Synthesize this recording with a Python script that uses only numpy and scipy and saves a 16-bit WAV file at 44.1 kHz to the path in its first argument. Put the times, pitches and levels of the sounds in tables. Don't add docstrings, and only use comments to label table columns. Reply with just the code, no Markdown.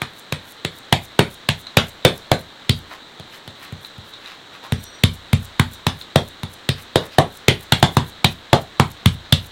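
import sys
import numpy as np
from scipy import signal
from scipy.fft import rfft, irfft, next_fast_len
from scipy.io import wavfile

SR = 44100
rng = np.random.default_rng(int(sys.argv[2]) if len(sys.argv) > 2 else 0)


def file_out(sig):
    cols = np.atleast_2d(sig).T
    lim = np.clip(cols, -1, 1)
    pcm = np.round(lim * 32767).astype(np.int16)
    wavfile.write(sys.argv[1], SR, pcm)


N = 419391
TIME = np.arange(N) / SR
SLAP_TIME = TIME[:int(.4 * SR)]

# octave centre in Hz, relative spectral level in dB,
# seconds to fall 60 dB.
PORCH_ECHO = [(216, -0.5, 0.21), (480, -0.5, 0.2), (880, -0.5, 0.19), (1670, -1.5, 0.2), (3890, -0.5, 0.2),
              (6500, -1, 0.18), (14000, -18, 0.42)]
# frequency in Hz, relative spectral level in dB.
RAIN_SPECTRUM = [(30, -6), (50, -14), (100, -0.5), (300, 3), (650, 0), (1700, 0.5), (2600, -6.5),
                 (3400, -0.5), (4050, 0.5), (4800, -14), (8000, -17.5), (10500, -30.5), (16000, -27.5)]
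# pitch in Hz, level in dB.
RING_TONES = [(3620, -58), (4317, -56), (5809, -52), (8306, -62)]
# time in seconds, relative level in dB, pitch in Hz.
ROOF_DRIPS = [(1.669, -28.5, 3940), (3.848, -31, 4030), (4.138, -33, 3920), (4.26, -33, 3800),
              (6.013, -29.5, 3950)]
# midpoint in seconds, level in dB, length in seconds,
# centre frequency in Hz.
PALM_STROKES = [(2.93, -36, .043, 890), (3.343, -43, .037, 1800), (3.644, -40.5, .062, 1250),
                (4.28, -42, .1, 1700), (4.548, -42, .028, 1200), (4.65, -36.5, .027, 816),
                (6.783, -39, .035, 1800), (7.031, -36.5, .052, 400), (7.137, -40, .03, 2800)]
# pitch in Hz, relative gain in dB, seconds to fall 60 dB.
DECK_MODES = [(32.7, 18, 0.89), (58.6, 11.5, 0.44), (88.6, 10, 0.29), (113, -2, .28), (144.2, -10, 0.3),
              (172.5, -9.5, 0.28), (225, -7, .15), (280.7, -4, .18), (411, -11.5, 0.36), (548, -7, 0.19),
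              (740, -6, 0.18)]
# delay in seconds, gain in dB.
PLANK_RETURNS = [(.039, -22.5), (.087, -24.5)]
# time in seconds, weight of the blow in dB, palm pop in dB,
# pop pitch in Hz, skin smack in dB, water squirt in dB, stay in seconds until the hand comes free.
HAND_SLAPS = [(0.0182, -25.0, -29.5, 1000.0, -21.5, -31.0, 0.18),
              (0.324, -20.5, -30.0, 490.0, -23.0, -26.5, 0.2),
              (0.649, -23.5, -29.0, 400.0, -25.5, -23.0, 0.14),
              (0.9261, -10.0, -15.5, 790.0, -13.5, -13.5, 0.13),
              (1.1919, -9.5, -10.5, 394.0, -10.5, -16.5, 0.155),
              (1.489, -14.0, -25.5, 630.0, -15.0, -18.0, 0.13),
              (1.7707, -8.0, -13.0, 510.0, -7.0, -12.0, 0.125),
              (2.0503, -9.0, -7.5, 500.0, -9.5, -8.5, 0.13),
              (2.3164, -11.0, -11.5, 546.0, -15.0, -18.0, 0.1),
              (2.6947, -9.0, -28.0, 407.0, -22.5, -15.5, 0.095),
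              (3.198, -33.5, -44.0, 600.0, -48.5, -42.0, 0.185),
              (3.477, -34.0, -44.0, 600.0, -43.5, -39.5, 0.175),
              (3.724, -26.0, -46.5, 500.0, -47.0, -51.0, 0.15),
              (3.981, -32.5, -59.0, 500.0, -51.5, -53.0, 0.13),
              (4.7221, -12.0, -30.5, 450.0, -27.0, -29.0, 0.12),
              (5.0369, -4.5, -24.0, 400.0, -16.5, -15.0, 0.12),
              (5.331, -6.0, -30.0, 480.0, -21.5, -26.0, 0.125),
              (5.5967, -7.0, -20.5, 1030.0, -17.0, -19.5, 0.155),
              (5.8673, -12.0, -23.0, 795.0, -20.0, -19.0, 0.155),
              (6.159, -8.0, -12.0, 535.0, -17.5, -14.5, 0.13),
              (6.433, -21.5, -36.0, 920.0, -35.5, -32.5, 0.11),
              (6.6902, -12.5, -26.5, 400.0, -21.5, -19.0, 0.145),
              (6.958, -13.0, -11.5, 430.0, -17.5, -14.5, 0.115),
              (7.1847, -8.5, -6.5, 640.0, -14.0, -17.0, 0.19),
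              (7.483, -7.0, -12.0, 390.0, -8.5, -11.5, 0.155),
              (7.7224, -10.0, -17.5, 730.0, -12.5, -10.5, 0.08),
              (7.8276, -6.5, -9.0, 760.0, -13.5, -10.0, 0.125),
              (7.9691, -7.0, -14.5, 1060.0, -19.0, -19.0, 0.13),
              (8.2452, -9.0, -19.0, 810.0, -15.0, -11.5, 0.085),
              (8.5307, -7.5, -5.0, 720.0, -16.0, -14.0, 0.1),
              (8.7982, -6.5, -11.5, 960.0, -14.0, -20.0, 0.12),
              (9.059, -4.0, -24.0, 1190.0, -19.5, -17.0, 0.085),
              (9.325, -6.0, -25.5, 520.0, -17.0, -10.0, 0.145)]

ECHO_FILTERS = [signal.butter(2, [hz / np.sqrt(2), min(hz * np.sqrt(2), .47 * SR)], "band",
                              fs=SR, output="sos") for hz, *_ in PORCH_ECHO]


def from_db(db):
    return 10 ** (np.asarray(db) / 20)


def rms_one(x):
    return x / np.sqrt(np.mean(x ** 2) + 1e-20)


def unit_blow(x):
    return x * np.sqrt(SR / 100 / (np.sum(x ** 2) + 1e-20))


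def add(track, s, sound):
    start = max(round(s * SR), 0)
    track[start:start + len(sound)] += sound[:max(N - start, 0)]


def band(x, low_hz, high_hz):
    sos = signal.butter(2, [low_hz, min(high_hz, .47 * SR)], "band", fs=SR, output="sos")
    return signal.sosfilt(sos, x + 1e-18)


def resonate(x, hz, width_hz):
    r = np.exp(-np.pi * width_hz / SR)
    feedback = [1, -2 * r * np.cos(2 * np.pi * hz / SR), r * r]
    return signal.lfilter(np.array([1, 0, -1]) * (1 - r * r) / 2, feedback, x + 1e-18)


def grains(size, per_s, spread_db=2):
    clicks = (rng.random(size) < per_s / SR) * rng.standard_normal(size)
    return clicks * from_db(spread_db * np.clip(rng.standard_normal(size), -2, 2))


def swell(s, length_s):
    return np.exp(-2 * np.minimum(((TIME - s) / length_s) ** 2, 20))


def porch(x, gap_s=.0036, build_s=.0025, gain_db=-30):
    age = np.maximum(SLAP_TIME[:SR // 4] - gap_s, 0)
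    white = rng.standard_normal((2, len(age)))
    echoes = sum(signal.sosfilt(ECHO_FILTERS[k], white[k % 2]) * from_db(db - 60 * age / t60)
                 for k, (_, db, t60) in enumerate(PORCH_ECHO))
    echoes *= 1 - np.exp(-age / build_s)
    return from_db(gain_db) * signal.fftconvolve(x, echoes)[:len(x)]


def rain(wash_db=-43, patter_db=-50.5):
    fall = rms_one(rng.standard_normal(N)) + .45 * rms_one(grains(N, per_s=1400))
    hz, db = np.transpose(RAIN_SPECTRUM)
    size = next_fast_len(N)
    colour = from_db(np.interp(np.log(np.fft.rfftfreq(size, 1 / SR) + 1), np.log(hz), db))
    wash = irfft(rfft(fall, size) * colour, size)[:N]
    patter = band(resonate(grains(N, per_s=260), hz=3880, width_hz=520), 3080, 4100)
    return from_db(wash_db) * rms_one(wash) + from_db(patter_db) * rms_one(patter / 2 + porch(patter))


def faint_ring(at_s=4.88, length_s=.22, width_hz=25):
    hiss = rng.standard_normal(N)
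    tones = sum(from_db(db) * rms_one(resonate(resonate(hiss, hz, width_hz), hz, width_hz))
                for hz, db in RING_TONES)
    return swell(at_s, length_s) * tones


def drips(rise_s=.001694, splash_db=-8.5, trim_db=-3.5):
    out, t = np.zeros(N), SLAP_TIME[:SR // 20]
    for s, db, hz in ROOF_DRIPS:
        burst = t * np.exp(-t / rise_s) * rng.standard_normal(len(t))
        plink = unit_blow(band(resonate(burst, hz, width_hz=420), 3100, 4050))
        splash = from_db(splash_db) * unit_blow(band(burst, 600, 4800))
        add(out, s - rise_s, from_db(db + trim_db) * (plink + splash))
    return out


def sleeve(full_swing_db=-47, lead_s=.06):
    swings = sum(from_db(full_swing_db + .4 * weight) * swell(s - lead_s, length_s=.07)
                 for s, weight, *_ in HAND_SLAPS)
    cloth = band(resonate(rng.standard_normal(N), hz=1400, width_hz=1800), 230, 4700)
    return swings * rms_one(cloth)


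def sticky_snaps(size, clump_s=.007, clump_db=3.0):
    position = np.arange(size) / (clump_s * SR)
    count = int(position[-1]) + 2
    clumps = np.interp(position, np.arange(count), rng.standard_normal(count))
    snaps = grains(size, per_s=2500) * from_db(clump_db * clumps)
    return rms_one(band(snaps, 6000, 16600))


def rubs(q=.88, tack_db=-17):
    grit = band(grains(N, per_s=2500, spread_db=3.0), 230, 4700)
    tack = from_db(tack_db) * sticky_snaps(N)
    return sum(from_db(db) * swell(s, length) * (rms_one(resonate(grit, hz, hz / q)) + tack)
               for s, db, length, hz in PALM_STROKES)


def peels(full_blow_db=-42, share_of_stay=.76, release_s=.003, last_snap=.6):
    out = np.zeros(N)
    for s, weight, *_, stay in HAND_SLAPS:
        length = share_of_stay * stay
        t = np.arange(-length, 5 * release_s, 1 / SR)
        pull = (t < 0) * (1 + t / length) ** 2 + last_snap * np.exp(-np.abs(t) / release_s)
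        add(out, s + stay - length, from_db(full_blow_db + .22 * weight) * pull * sticky_snaps(len(t)))
    return out


def thump(hz, swell_s=.0068, dip_s=.01006, lag_s=.0021, overtone_ratio=1.866, overtone_db=-13.0):
    age = np.maximum(SLAP_TIME - lag_s, 0) / swell_s
    envelope = (age * np.exp(1 - age)) ** 2.62
    phase = 2 * np.pi * hz * (SLAP_TIME - dip_s)
    swing = from_db(overtone_db) * np.sin(overtone_ratio * phase) - np.cos(phase)
    return unit_blow(band(envelope * swing, 68, 1700))


def palm_pop(hz, q=2.3, close_s=.0001, lag_s=.00293, turbulence=.17, leak_s=.0025, knock_db=-6.0):
    t = np.maximum(SLAP_TIME - lag_s, 0)
    leak = turbulence * np.exp(-t / leak_s) * rng.standard_normal(len(t))
    push = (t > 0) * (np.exp(-t / close_s) + leak)
    pocket = unit_blow(resonate(push, hz, hz / q))
    knock = unit_blow(resonate(push, hz=330, width_hz=230))
    return unit_blow(band(pocket + from_db(knock_db) * knock, 171, 1070))


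def wet_contact(sink, land_s=.00345, rise_s=.0005, fall_s=.0018, ooze_s=.0057):
    t = SLAP_TIME[:SR // 10] - land_s
    fingers = from_db(-13) * (1 + t / land_s)
    landing = np.exp(np.minimum(t, 0) / rise_s)
    burst = np.exp(-np.abs(t) / (fall_s * sink))
    ooze = from_db(-25) * np.exp(-np.abs(t) / ooze_s)
    return np.where(t < 0, fingers + landing, burst + ooze) * rng.standard_normal(len(t))


def crack(smack_db, squirt_db, pop_db, weight_db, smack_q=1.17, squirt_hz=3550, squirt_q=5.0):
    sink = 1 + .031 * max(smack_db + 19, 0)
    smack_hz = 1850 * 2 ** (-.035 * (pop_db - smack_db))
    spray_db = -9.8 + .74 * (smack_db + squirt_db) / 2 + .21 * weight_db
    smack = band(resonate(wet_contact(sink), smack_hz, smack_hz / smack_q), 810, 2990)
    squirt = band(resonate(wet_contact(sink), squirt_hz, squirt_hz / squirt_q), 2440, 4500)
    spray = resonate(wet_contact(sink=.94), hz=7500, width_hz=9000)
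    out = from_db(smack_db) * unit_blow(smack)
    out += from_db(squirt_db) * unit_blow(squirt)
    out += from_db(spray_db) * unit_blow(spray)
    return np.pad(out, (0, len(SLAP_TIME) - len(out)))


def deck(x):
    return sum((-1) ** k * from_db(db) * resonate(x, hz, np.log(1000) / (np.pi * t60))
               for k, (hz, db, t60) in enumerate(DECK_MODES))


def slaps(lead_s=.003, pop_trim_db=3.0, near_pop_db=2.5, near_crack_db=1.0, deck_db=-5.5, echo_db=-3.5):
    out = np.zeros(N)
    for s, weight, pop, pop_hz, smack, squirt, _ in HAND_SLAPS:
        thump_hz = 138 * 2 ** (.009 * (pop - weight))
        jolt = from_db(weight) * thump(thump_hz)
        pop_gain = from_db(pop + pop_trim_db)
        air = pop_gain * palm_pop(pop_hz)
        water = crack(smack, squirt, pop, weight)
        direct = jolt + from_db(near_pop_db) * air + from_db(near_crack_db) * water
        echo = sum(porch(jolt + pop_gain * palm_pop(pop_hz) + crack(smack, squirt, pop, weight))
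                   for surface in ("roof", "wall"))
        add(out, s - lead_s, direct + from_db(deck_db) * deck(jolt + air) + from_db(echo_db) * echo)
        for delay_s, db in PLANK_RETURNS:
            add(out, s - lead_s + delay_s, from_db(db) * jolt)
    return out


def gain_control(x, threshold_db=-9.5, share=.19, attack_s=.013, release_db_per_s=13.0):
    cut_db = share * np.clip(20 * np.log10(np.abs(x) + 1e-9) - threshold_db, 0, 12)
    recovery_db = release_db_per_s * TIME
    held_db = np.maximum.accumulate(cut_db + recovery_db, axis=-1) - recovery_db
    r = np.exp(-1 / (attack_s * SR))
    return x * from_db(-signal.lfilter([1 - r], [1, -r], held_db))


def scene():
    small = peels() + rubs() + sleeve() + drips()
    return (slaps() + small + porch(small) + faint_ring() + rain())[None, :]


def record(dry, cutoff_hz=16000):
    clipped = np.clip(gain_control(dry), -1, 1)
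    return signal.sosfilt(signal.cheby1(10, .2, cutoff_hz, fs=SR, output="sos"), clipped)


dry = scene()
out = record(dry)
file_out(out)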